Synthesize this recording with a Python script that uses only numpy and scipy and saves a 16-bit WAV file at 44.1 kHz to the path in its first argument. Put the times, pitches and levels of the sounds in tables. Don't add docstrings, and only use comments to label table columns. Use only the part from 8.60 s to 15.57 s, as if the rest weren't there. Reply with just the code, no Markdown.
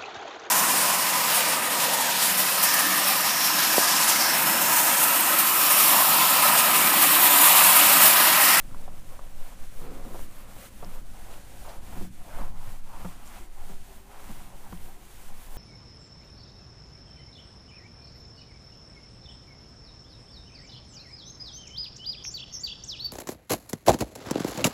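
import sys
import numpy as np
from scipy import signal
from scipy.fft import rfft, irfft, next_fast_len
from scipy.io import wavfile
from scipy.ndimage import uniform_filter1d

SR = 44100
rng = np.random.default_rng(int(sys.argv[2]) if len(sys.argv) > 2 else 0)


def master(y):
    cut = np.clip(np.atleast_2d(y).T, -1, 1)
    pcm = np.round(cut * 32767)
    wavfile.write(sys.argv[1], SR, pcm.astype(np.int16))


N = 307377


def undb(db):
    return 10 ** (np.asarray(db) / 20)


def level(x, db):
    return x * undb(db) / np.sqrt(np.mean(x ** 2))


def seconds():
    return np.arange(N) / SR


def curve(table):
    s, *columns = np.transpose(table)
    return [np.interp(seconds(), s, column) for column in columns]


def colour(x, points):
    points_hz, points_db = np.transpose(points)
    size = next_fast_len(N)
    f = np.maximum(np.fft.rfftfreq(size, 1 / SR), .5)
    gain_db = np.interp(np.log(f), np.log(points_hz), points_db, left=-60)
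    return irfft(rfft(x, size) * undb(gain_db), size)[:N]


def ring(x, modes):
    out = 0
    for k, (hz, width, db) in enumerate(modes):
        b, a = signal.iirpeak(min(hz, .45 * SR), hz / width, SR)
        out = out + (-1) ** k * undb(db) * signal.lfilter(b, a, x)
    return out


def walk(rate):
    k = int(SR / rate)
    steps = np.repeat(rng.standard_normal(N // k + 1), k)
    return 1.3 * uniform_filter1d(uniform_filter1d(steps, k), k)[:N]


def grains(per_s, spread_db):
    slips = rng.random(N) < per_s / SR
    return slips * rng.choice([-1., 1.], N) * undb(spread_db * rng.exponential(size=N))


# (frequency [Hz], density [dB per Hz])
ROOM_SPECTRUM = [(60, 0), (200, -6), (350, -14), (1000, -18), (2500, -24), (6000, -28), (15500, -30)]
ROOM_DB = -65


def room():
    return level(colour(rng.standard_normal(N), ROOM_SPECTRUM), ROOM_DB)


# (time [s], deep level [dB], low level [dB], upper level [dB])
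RUMBLE = [(0.0, -53, -65, -67), (0.04, -47, -54.5, -54.5), (0.49, -49.5, -56.5, -57.5),
          (0.83, -52, -63.5, -63), (0.87, -55, -70, -61), (1.07, -50, -63, -61), (1.16, -51, -61, -62),
          (1.4, -47, -54, -51.5), (1.65, -44, -55.5, -51), (1.67, -51, -59, -56), (3.11, -49, -63, -60.5),
          (3.36, -41.5, -57, -53), (3.67, -51, -58, -57.5), (3.8, -40, -55, -54), (3.98, -50, -49.5, -57),
          (4.12, -54, -60, -61.5), (4.27, -55, -57.5, -61.5), (4.46, -45.5, -52, -51),
          (4.6, -53.5, -58, -60.5), (4.83, -50, -68, -58), (4.95, -63, -64, -68), (5.01, -46.5, -57, -60),
          (5.59, -57.5, -72, -63.5), (5.69, -46.5, -55, -53.5), (6.0, -56, -63, -61),
          (6.13, -43.5, -62, -58.5), (6.39, -54.5, -63.5, -63.5), (6.97, -50, -64, -60)]
# (frequency [Hz], width [Hz], relative gain [dB])
BODY_MODES = [(41.5, 36, -11), (94.3, 49, 2), (175, 27.4, 1.5), (305, 230, 1.5)]
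# (time [s], level [dB])
SWAY = [(0.0, -32.5), (0.06, -33.5), (1.4, -30.5), (2.17, -41), (2.39, -29), (2.85, -45), (3.43, -24),
        (3.47, -43), (3.8, -27), (4.6, -39.5), (5.03, -28), (5.47, -49.5), (5.67, -34), (6.64, -38.5),
        (6.74, -32), (6.97, -31)]
# (frequency [Hz], density [dB per Hz])
SWAY_SPECTRUM = [(2, 17.5), (6, 17), (10, 21.5), (20, 4), (28, 2), (45, -24), (100, -50)]
SWAY_PER_S, SWAY_SPREAD_DB = 6, 1
CLOTH_TOP_HZ = 300


def jacket():
    lumps = grains(per_s=900, spread_db=1.2)
    cloth_filter = signal.butter(4, CLOTH_TOP_HZ, fs=SR, output="sos")
    bands = (BODY_MODES[:1], BODY_MODES[1:2], BODY_MODES[2:])
    rumble = 0
    for modes, db in zip(bands, curve(RUMBLE)):
        wider = [(hz, 2 * width, 0) for hz, width, _ in modes]
        band = signal.sosfilt(cloth_filter, ring(ring(lumps, modes), wider))
        rumble = rumble + level(band, 0) * undb(db)
    air = level(colour(rng.standard_normal(N), SWAY_SPECTRUM), 0.67)
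    sway_db = curve(SWAY)[0] + SWAY_SPREAD_DB * walk(SWAY_PER_S)
    return rumble + air * undb(sway_db)


HISS_RISE, HISS_FALL, SLIP_RISE, SLIP_FALL, TOP_RISE = .8, .8, .65, .85, 0.26
TURN_S, SHIFT_S = 0.007, 0.17


def swell(share, rest_db, peak_at, peak_db, rise, fall, stroke):
    at = np.clip(peak_at, .05, .95)[stroke]
    up = share < at
    climb = (share / at) ** rise
    descent = (np.abs(1 - share) / (1 - at)) ** fall
    part = np.where(up, climb, descent)
    next_rest_db = np.append(rest_db[1:], rest_db[-1])
    rest = np.where(up, rest_db[stroke], next_rest_db[stroke])
    return uniform_filter1d(rest + (peak_db[stroke] - rest) * part, int(TURN_S * SR))


# (turn time [s], level change around the turn [dB], hiss at the turn [dB], fastest at [share of stroke],
#  hiss there [dB], top of the hiss [dB], slips at the turn [dB], hardest at [share of stroke],
#  slips there [dB], lean to upper modes [dB per octave])
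STROKES = [(-0.05, 0, -60, .3, -63, -2, -48, 0.43, -61.5, 1.5),
           (0.11, 0.5, -61.5, 0.5, -58, -3, -57.5, 0.61, -55, -6),
           (0.29, 0, -62.5, 0.33, -61, -2, -59, 0.45, -55, -0.5),
           (0.44, 0.5, -63.5, 0.38, -59, -1, -64, 0.61, -54, -2),
           (0.605, -1, -61, .4, -61, -2, -61, 0.1, -53, -1.5),
           (0.74, -1, -61, 0.64, -58, -1, -64.5, 0.55, -53, 0),
           (0.96, -3.5, -58, 0.45, -59.5, -3, -63.5, 0.56, -53.5, 1.5),
           (1.095, -1, -60.5, 0.68, -57.5, 0.5, -67, 1, -50, -5),
           (1.29, -2, -62, .4, -59.5, -2, -52, 0.16, -52, 0),
           (1.42, -0.5, -61, 0.79, -55, 0.5, -54, 0.71, -51.5, -2.5),
           (1.68, -2, -60, 0.7, -59.5, 1, -63.5, 0.57, -54.5, 2.5),
           (1.865, -1.5, -62, 0.84, -53, 0, -58, 0.83, -52, 0),
           (2.1, -2, -61.5, 0.75, -58.5, 0, -64, 0.82, -53, 0),
           (2.428, -4, -63.5, .78, -56, -3, -66, .75, -51.5, -2),
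           (2.83, 0, -60.5, 0.73, -56, -2, -63, 0.85, -52.5, -3.5),
           (3.203, -4, -60, 0.77, -56, -1, -59, 0.57, -50.5, 0.5),
           (3.498, -3.5, -63.5, 0.69, -57.5, -2.5, -73, 0.78, -46, -1.5),
           (3.933, -4, -65.5, .6, -57.5, -1, -61, .5, -51, 0),
           (4.22, -3, -64, .7, -57, -2, -66, .5, -53, 1),
           (4.58, -0.5, -62, 0.59, -56, -2.5, -58.5, 0.55, -52.5, 2.5),
           (4.89, -2, -65.5, 0.64, -58, -3, -64.5, 0.59, -54.5, -1.5),
           (5.195, -1, -61, 0.71, -60, -1.5, -64, 0.57, -59.5, -2),
           (5.43, 1, -65, 0.53, -57, -2, -66.5, 0.24, -54, 0.5),
           (5.93, -2.5, -61, 0.79, -59.5, -1, -56.5, 1, -57.5, -6.5),
           (6.165, 1.5, -60.5, 0.42, -58.5, 0, -61, 0.88, -58, -1.5),
           (6.37, 0, -63, 0.77, -56.5, -2.5, -63.5, 0.68, -60.5, -1),
           (6.72, -1, -59, 0.68, -57.5, -1, -60.5, 0.62, -60, -2),
           (6.89, 0.5, -61.5, .5, -55, 2, -62, .5, -52.5, -5.5)]
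LAST_TURN_S = 7.08
TOP_LOSS_DB = -5.5
TURN_LEAN_DB = -0.5
HALT_S, HALT_TOP_SHARE = 0.022, 1.1


def hand():
    (turn, halt_db, rest_db, fast, fast_db, top_db,
     light_db, hard, hard_db, lean_db) = np.transpose(STROKES)
    t = seconds()
    progress = np.interp(t, np.append(turn, LAST_TURN_S), np.arange(len(turn) + 1))
    stroke = progress.astype(int)
    share = progress - stroke
    halts = sum(db * np.exp(-((t - s) / HALT_S) ** 2) for s, db in zip(turn, halt_db))
    flat = 0 * turn

    def glide(column):
        return uniform_filter1d(column[stroke], int(SHIFT_S * SR))

    hiss = swell(share, rest_db, fast, fast_db, HISS_RISE, HISS_FALL, stroke) + halts
    dulling = swell(share, flat + TOP_LOSS_DB, fast, flat, TOP_RISE, TOP_RISE, stroke)
    top = glide(top_db) + dulling + HALT_TOP_SHARE * halts
    slips = swell(share, light_db, hard, hard_db, SLIP_RISE, SLIP_FALL, stroke)
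    turn_lean = swell(share, flat + TURN_LEAN_DB, hard, flat, SLIP_RISE, SLIP_FALL, stroke)
    return hiss, top, slips, glide(lean_db) + turn_lean


# (frequency [Hz], density [dB per Hz])
FELT_SPECTRUM = [(600, -19), (1500, 0), (3000, -3), (5000, -7), (8500, -3.5), (10500, -3.5), (12500, -4),
                 (15500, -4.5)]
# (frequency [Hz], width [Hz], relative gain [dB])
PANEL_MODES = [(360, 145, -4.5), (545, 85, 2.5), (743, 122, 2), (1012, 228, 2.5), (1321, 333, 0),
               (2240, 1800, -10.5)]
# (time [s], frequency that the place favours [Hz])
PLACE = [(0.0, 626), (2.3, 577), (2.55, 685), (3.3, 665), (3.7, 805), (4.4, 844), (4.9, 770), (5.6, 826),
         (6.4, 820), (6.97, 840)]
PLACE_DB, PLACE_OCTAVES = 5, .3


def eraser():
    hiss_db, top_db, slip_db, lean_db = hand()
    fibres = level(colour(grains(per_s=20000, spread_db=2.0), FELT_SPECTRUM), 5.94)
    low = signal.sosfilt(signal.butter(3, 10500, "low", fs=SR, output="sos"), fibres)
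    top = signal.sosfilt(signal.butter(3, 10500, "high", fs=SR, output="sos"), fibres)
    hiss = undb(hiss_db + .6 * walk(30)) * (low + undb(top_db) * top)
    slips = grains(per_s=4000, spread_db=2.1) * undb(1.2 * walk(40))
    slips = signal.lfilter(*signal.butter(1, 4000, fs=SR), slips)
    scale = np.std(ring(slips, PANEL_MODES))
    place_hz = curve(PLACE)[0]
    panel = 0
    for k, mode in enumerate(PANEL_MODES):
        octaves_off = np.log2(mode[0] / place_hz)
        place_db = PLACE_DB * np.exp(-(octaves_off / PLACE_OCTAVES) ** 2)
        favour_db = lean_db * np.log2(mode[0] / 800) + place_db
        panel = panel + (-1) ** k * undb(favour_db) * ring(slips, [mode])
    return hiss + undb(slip_db) * panel / scale


# (start [s], length [s], centre [Hz], width [Hz], level [dB])
NOISE_BANDS = [(0.094, 0.18, 790, 600, -62), (0.25, 0.067, 800, 600, -61), (4.004, 0.14, 1000, 600, -60),
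               (1.22, 0.11, 1300, 1200, -55.5), (2.71, 0.08, 2940, 2200, -59.5),
               (3.046, 0.13, 730, 600, -46), (3.082, 0.043, 4000, 2500, -52.5),
               (3.631, 0.21, 610, 250, -54), (3.693, 0.16, 1350, 600, -53.5), (4.284, 0.14, 880, 348, -49),
               (4.65, 0.066, 8000, 6000, -55.5), (4.653, .13, 820, 350, -59),
               (4.782, 0.17, 342, 120, -58.5), (4.955, 0.083, 780, 250, -57), (5.27, 0.13, 686, 200, -62),
               (5.495, 0.049, 810, 250, -58), (6.026, 0.091, 1020, 450, -54), (6.153, 0.65, 365, 120, -61),
               (6.234, 0.2, 770, 130, -58)]


def scuffs_and_hums():
    out, impulses = 0, grains(per_s=4000, spread_db=1.8)
    for start, length, hz, width, db in NOISE_BANDS:
        share = np.clip((seconds() - start) / length, 0, 1)
        band = ring(ring(impulses, [(hz, width, 0)]), [(hz, 2 * width, 0)])
        out = out + np.sin(np.pi * share ** .6) * level(band, db)
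    return out


def blow(rough, push_s, tail_s, tail_db, modes, hz, db):
    t = np.arange(len(rough)) / SR
    near = [(f, width, gain_db - 8 * abs(np.log2(f / hz))) for f, width, gain_db in modes]
    push = np.exp(-t / push_s)
    rattle = undb(tail_db) * np.exp(-(t / tail_s) ** 3)
    out = ring(rough * (push + rattle), near)
    return out * undb(db) * np.sqrt(2) / np.abs(out).max()


# (time [s], rap level [dB], pitch of the spot [Hz], rap scuffs on for [s],
#  thud level [dB], thud pitch [Hz], thud shakes on for [s])
KNOCKS = [(0.111, -47, 1400, 0.0018, -39.5, 93, 0.012), (0.145, -36.5, 900, 0.0044, -49, 94, 0.018),
          (0.277, -37, 637, 0.015, -53, 91, .02), (0.59, -36.5, 825, 0.017, -59, 94.2, .02),
          (0.922, -48.5, 999, .012, -52, 163, 0.03), (1.208, -48, 471, 0.015, -44.5, 151, 0.053),
          (1.448, -41.5, 610, 0.0071, -40.5, 222, 0.037), (1.544, -36.5, 595, 0.018, -43.5, 347, .02),
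          (1.961, -41.5, 543, 0.017, -47, 92, 0.037), (2.224, -36, 560, 0.026, -41.5, 143, 0.047),
          (2.255, -49, 540, .01, -46, 188, 0.034), (3.047, -45, 970, 0.028, -58, 91.5, 0.024),
          (3.324, -44, 700, 0.024, -41, 91, 0.026), (3.365, -44, 700, 0.021, -41.5, 171, 0.02),
          (3.41, -42, 530, 0.014, -35, 197, 0.023), (3.442, -47, 530, 0.016, -42.5, 186, 0.057),
          (3.785, -35.5, 640, 0.031, -47, 225, 0.015), (3.808, -43, 960, 0.018, -37, 200, 0.024),
          (4.069, -60, 528, .012, -40.5, 102, 0.033), (4.446, -35, 800, 0.016, -33, 174, 0.025),
          (5.095, -48, 533, 0.013, -43, 179, 0.018), (5.692, -45, 705, 0.026, -42, 210, 0.03),
          (6.124, -37, 640, 0.007, -36.5, 185, 0.022), (6.577, -61, 549, .01, -50, 91.5, 0.017)]
THUD_NOTE_DB, THUD_HOLD_DB = 0, 0


def knocks():
    out, t = np.zeros(N), np.arange(8192) / SR
    noise = rng.standard_normal((len(KNOCKS), 2, 8192))
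    cloth_filter = signal.butter(4, CLOTH_TOP_HZ, fs=SR)
    for knock, (fine, coarse) in zip(KNOCKS, noise):
        s, rap_db, rap_hz, rap_s, thud_db, thud_hz, thud_s = knock
        rap = blow(fine, 0.003, rap_s, -1.5, PANEL_MODES, rap_hz, rap_db)
        soft = signal.lfilter(*cloth_filter, coarse)
        note = undb(THUD_NOTE_DB) * np.sqrt(2) * np.sin(2 * np.pi * thud_hz * t)
        jolt = soft / np.std(soft) - note
        thud = blow(jolt, 0.0032, thud_s, THUD_HOLD_DB, BODY_MODES, thud_hz, thud_db)
        i = int(s * SR)
        out[i:i + 8192] += (rap + thud)[:N - i]
    return out


# (start [s], length [s], first pitch [Hz], last pitch [Hz], level [dB])
GROANS = [(1.2, .1, 472, 482, -52), (1.255, .11, 520, 500, -55), (1.25, .14, 275, 252, -49),
          (1.43, .12, 258, 255, -56)]


def groans():
    out = 0
    for start, length, first_hz, last_hz, db in GROANS:
        share = np.clip((seconds() - start) / length, 0, 1)
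        hz = (first_hz + (last_hz - first_hz) * share) * (1 + .012 * walk(60))
        note = np.sin(2 * np.pi * np.cumsum(hz) / SR)
        out = out + np.sin(np.pi * share ** .7) * np.sqrt(2) * undb(db + 2 * walk(40)) * note
    return out


# (start [s], length [s], level [dB])
JUDDER = (1.205, 0.28, -47.5)
# (frequency [Hz], width [Hz], relative gain [dB])
JUDDER_MODES = [(250, 18, -4.5), (354, 52, -5.5), (483, 41, -3.5), (1110, 930, -27)]


def judder():
    start, length, db = JUDDER
    t = seconds() - start
    push = np.clip(t / 0.02, 0, 1) * np.exp(-(np.maximum(t, 0) / length) ** 2 * 2.5)
    return push * level(ring(grains(per_s=1000, spread_db=3.0), JUDDER_MODES), db)


# (start [s], length [s], pitch [Hz], level [dB])
SQUEAK = (1.735, .085, 11270, -62)


def squeak():
    start, length, hz, db = SQUEAK
    arc = np.sin(np.pi * np.clip((seconds() - start) / length, 0, 1))
    return arc * level(ring(rng.standard_normal(N), [(hz, 70, 0)]), db)


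# (time [s], level [dB], pitch [Hz])
TICKS = [(2.247, -34.5, 5250), (2.743, -43, 3200), (3.093, -39, 3230), (4.6763, -35, 7150),
         (6.175, -41, 2950)]


def ticks():
    out = np.zeros(N)
    t = np.arange(512) / SR
    for s, db, hz in TICKS:
        i = int(s * SR)
        out[i:i + 512] += undb(db) * np.sin(2 * np.pi * hz * t) * np.exp(-t / 0.00051)
    return out


# (time [s], frequency [Hz], level [dB])
TONE = [(4.95, 372, -66), (5.0, 374, -64), (5.07, 376, -71), (5.11, 380, -60), (5.18, 382, -62),
        (5.25, 384, -78), (5.31, 390, -60), (5.365, 387, -74), (5.41, 384, -63), (5.45, 388, -68),
        (5.5, 402, -63), (5.53, 410, -74), (5.58, 418, -63), (5.66, 410, -63)]


def far_tone():
    hz, db = curve(TONE)
    t = seconds()
    on = np.clip(np.minimum(t - TONE[0][0], TONE[-1][0] - t) / 0.0071, 0, 1)
    phase = 2 * np.pi * np.cumsum(hz * (1 + .013 * walk(40))) / SR
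    note = np.sin(phase) + undb(-13) * np.sin(2 * phase)
    return on * np.sqrt(2) * undb(db + 3 * walk(25)) * note


def scene():
    background = room()
    board = eraser() + knocks() + ticks() + judder() + groans() + scuffs_and_hums() + squeak()
    return (board + jacket() + far_tone() + background)[None]


TOP_HZ = 15380


def record(dry):
    return signal.sosfilt(signal.ellip(20, .2, 90, TOP_HZ, fs=SR, output="sos"), dry)


dry = scene()
out = record(dry)
master(out)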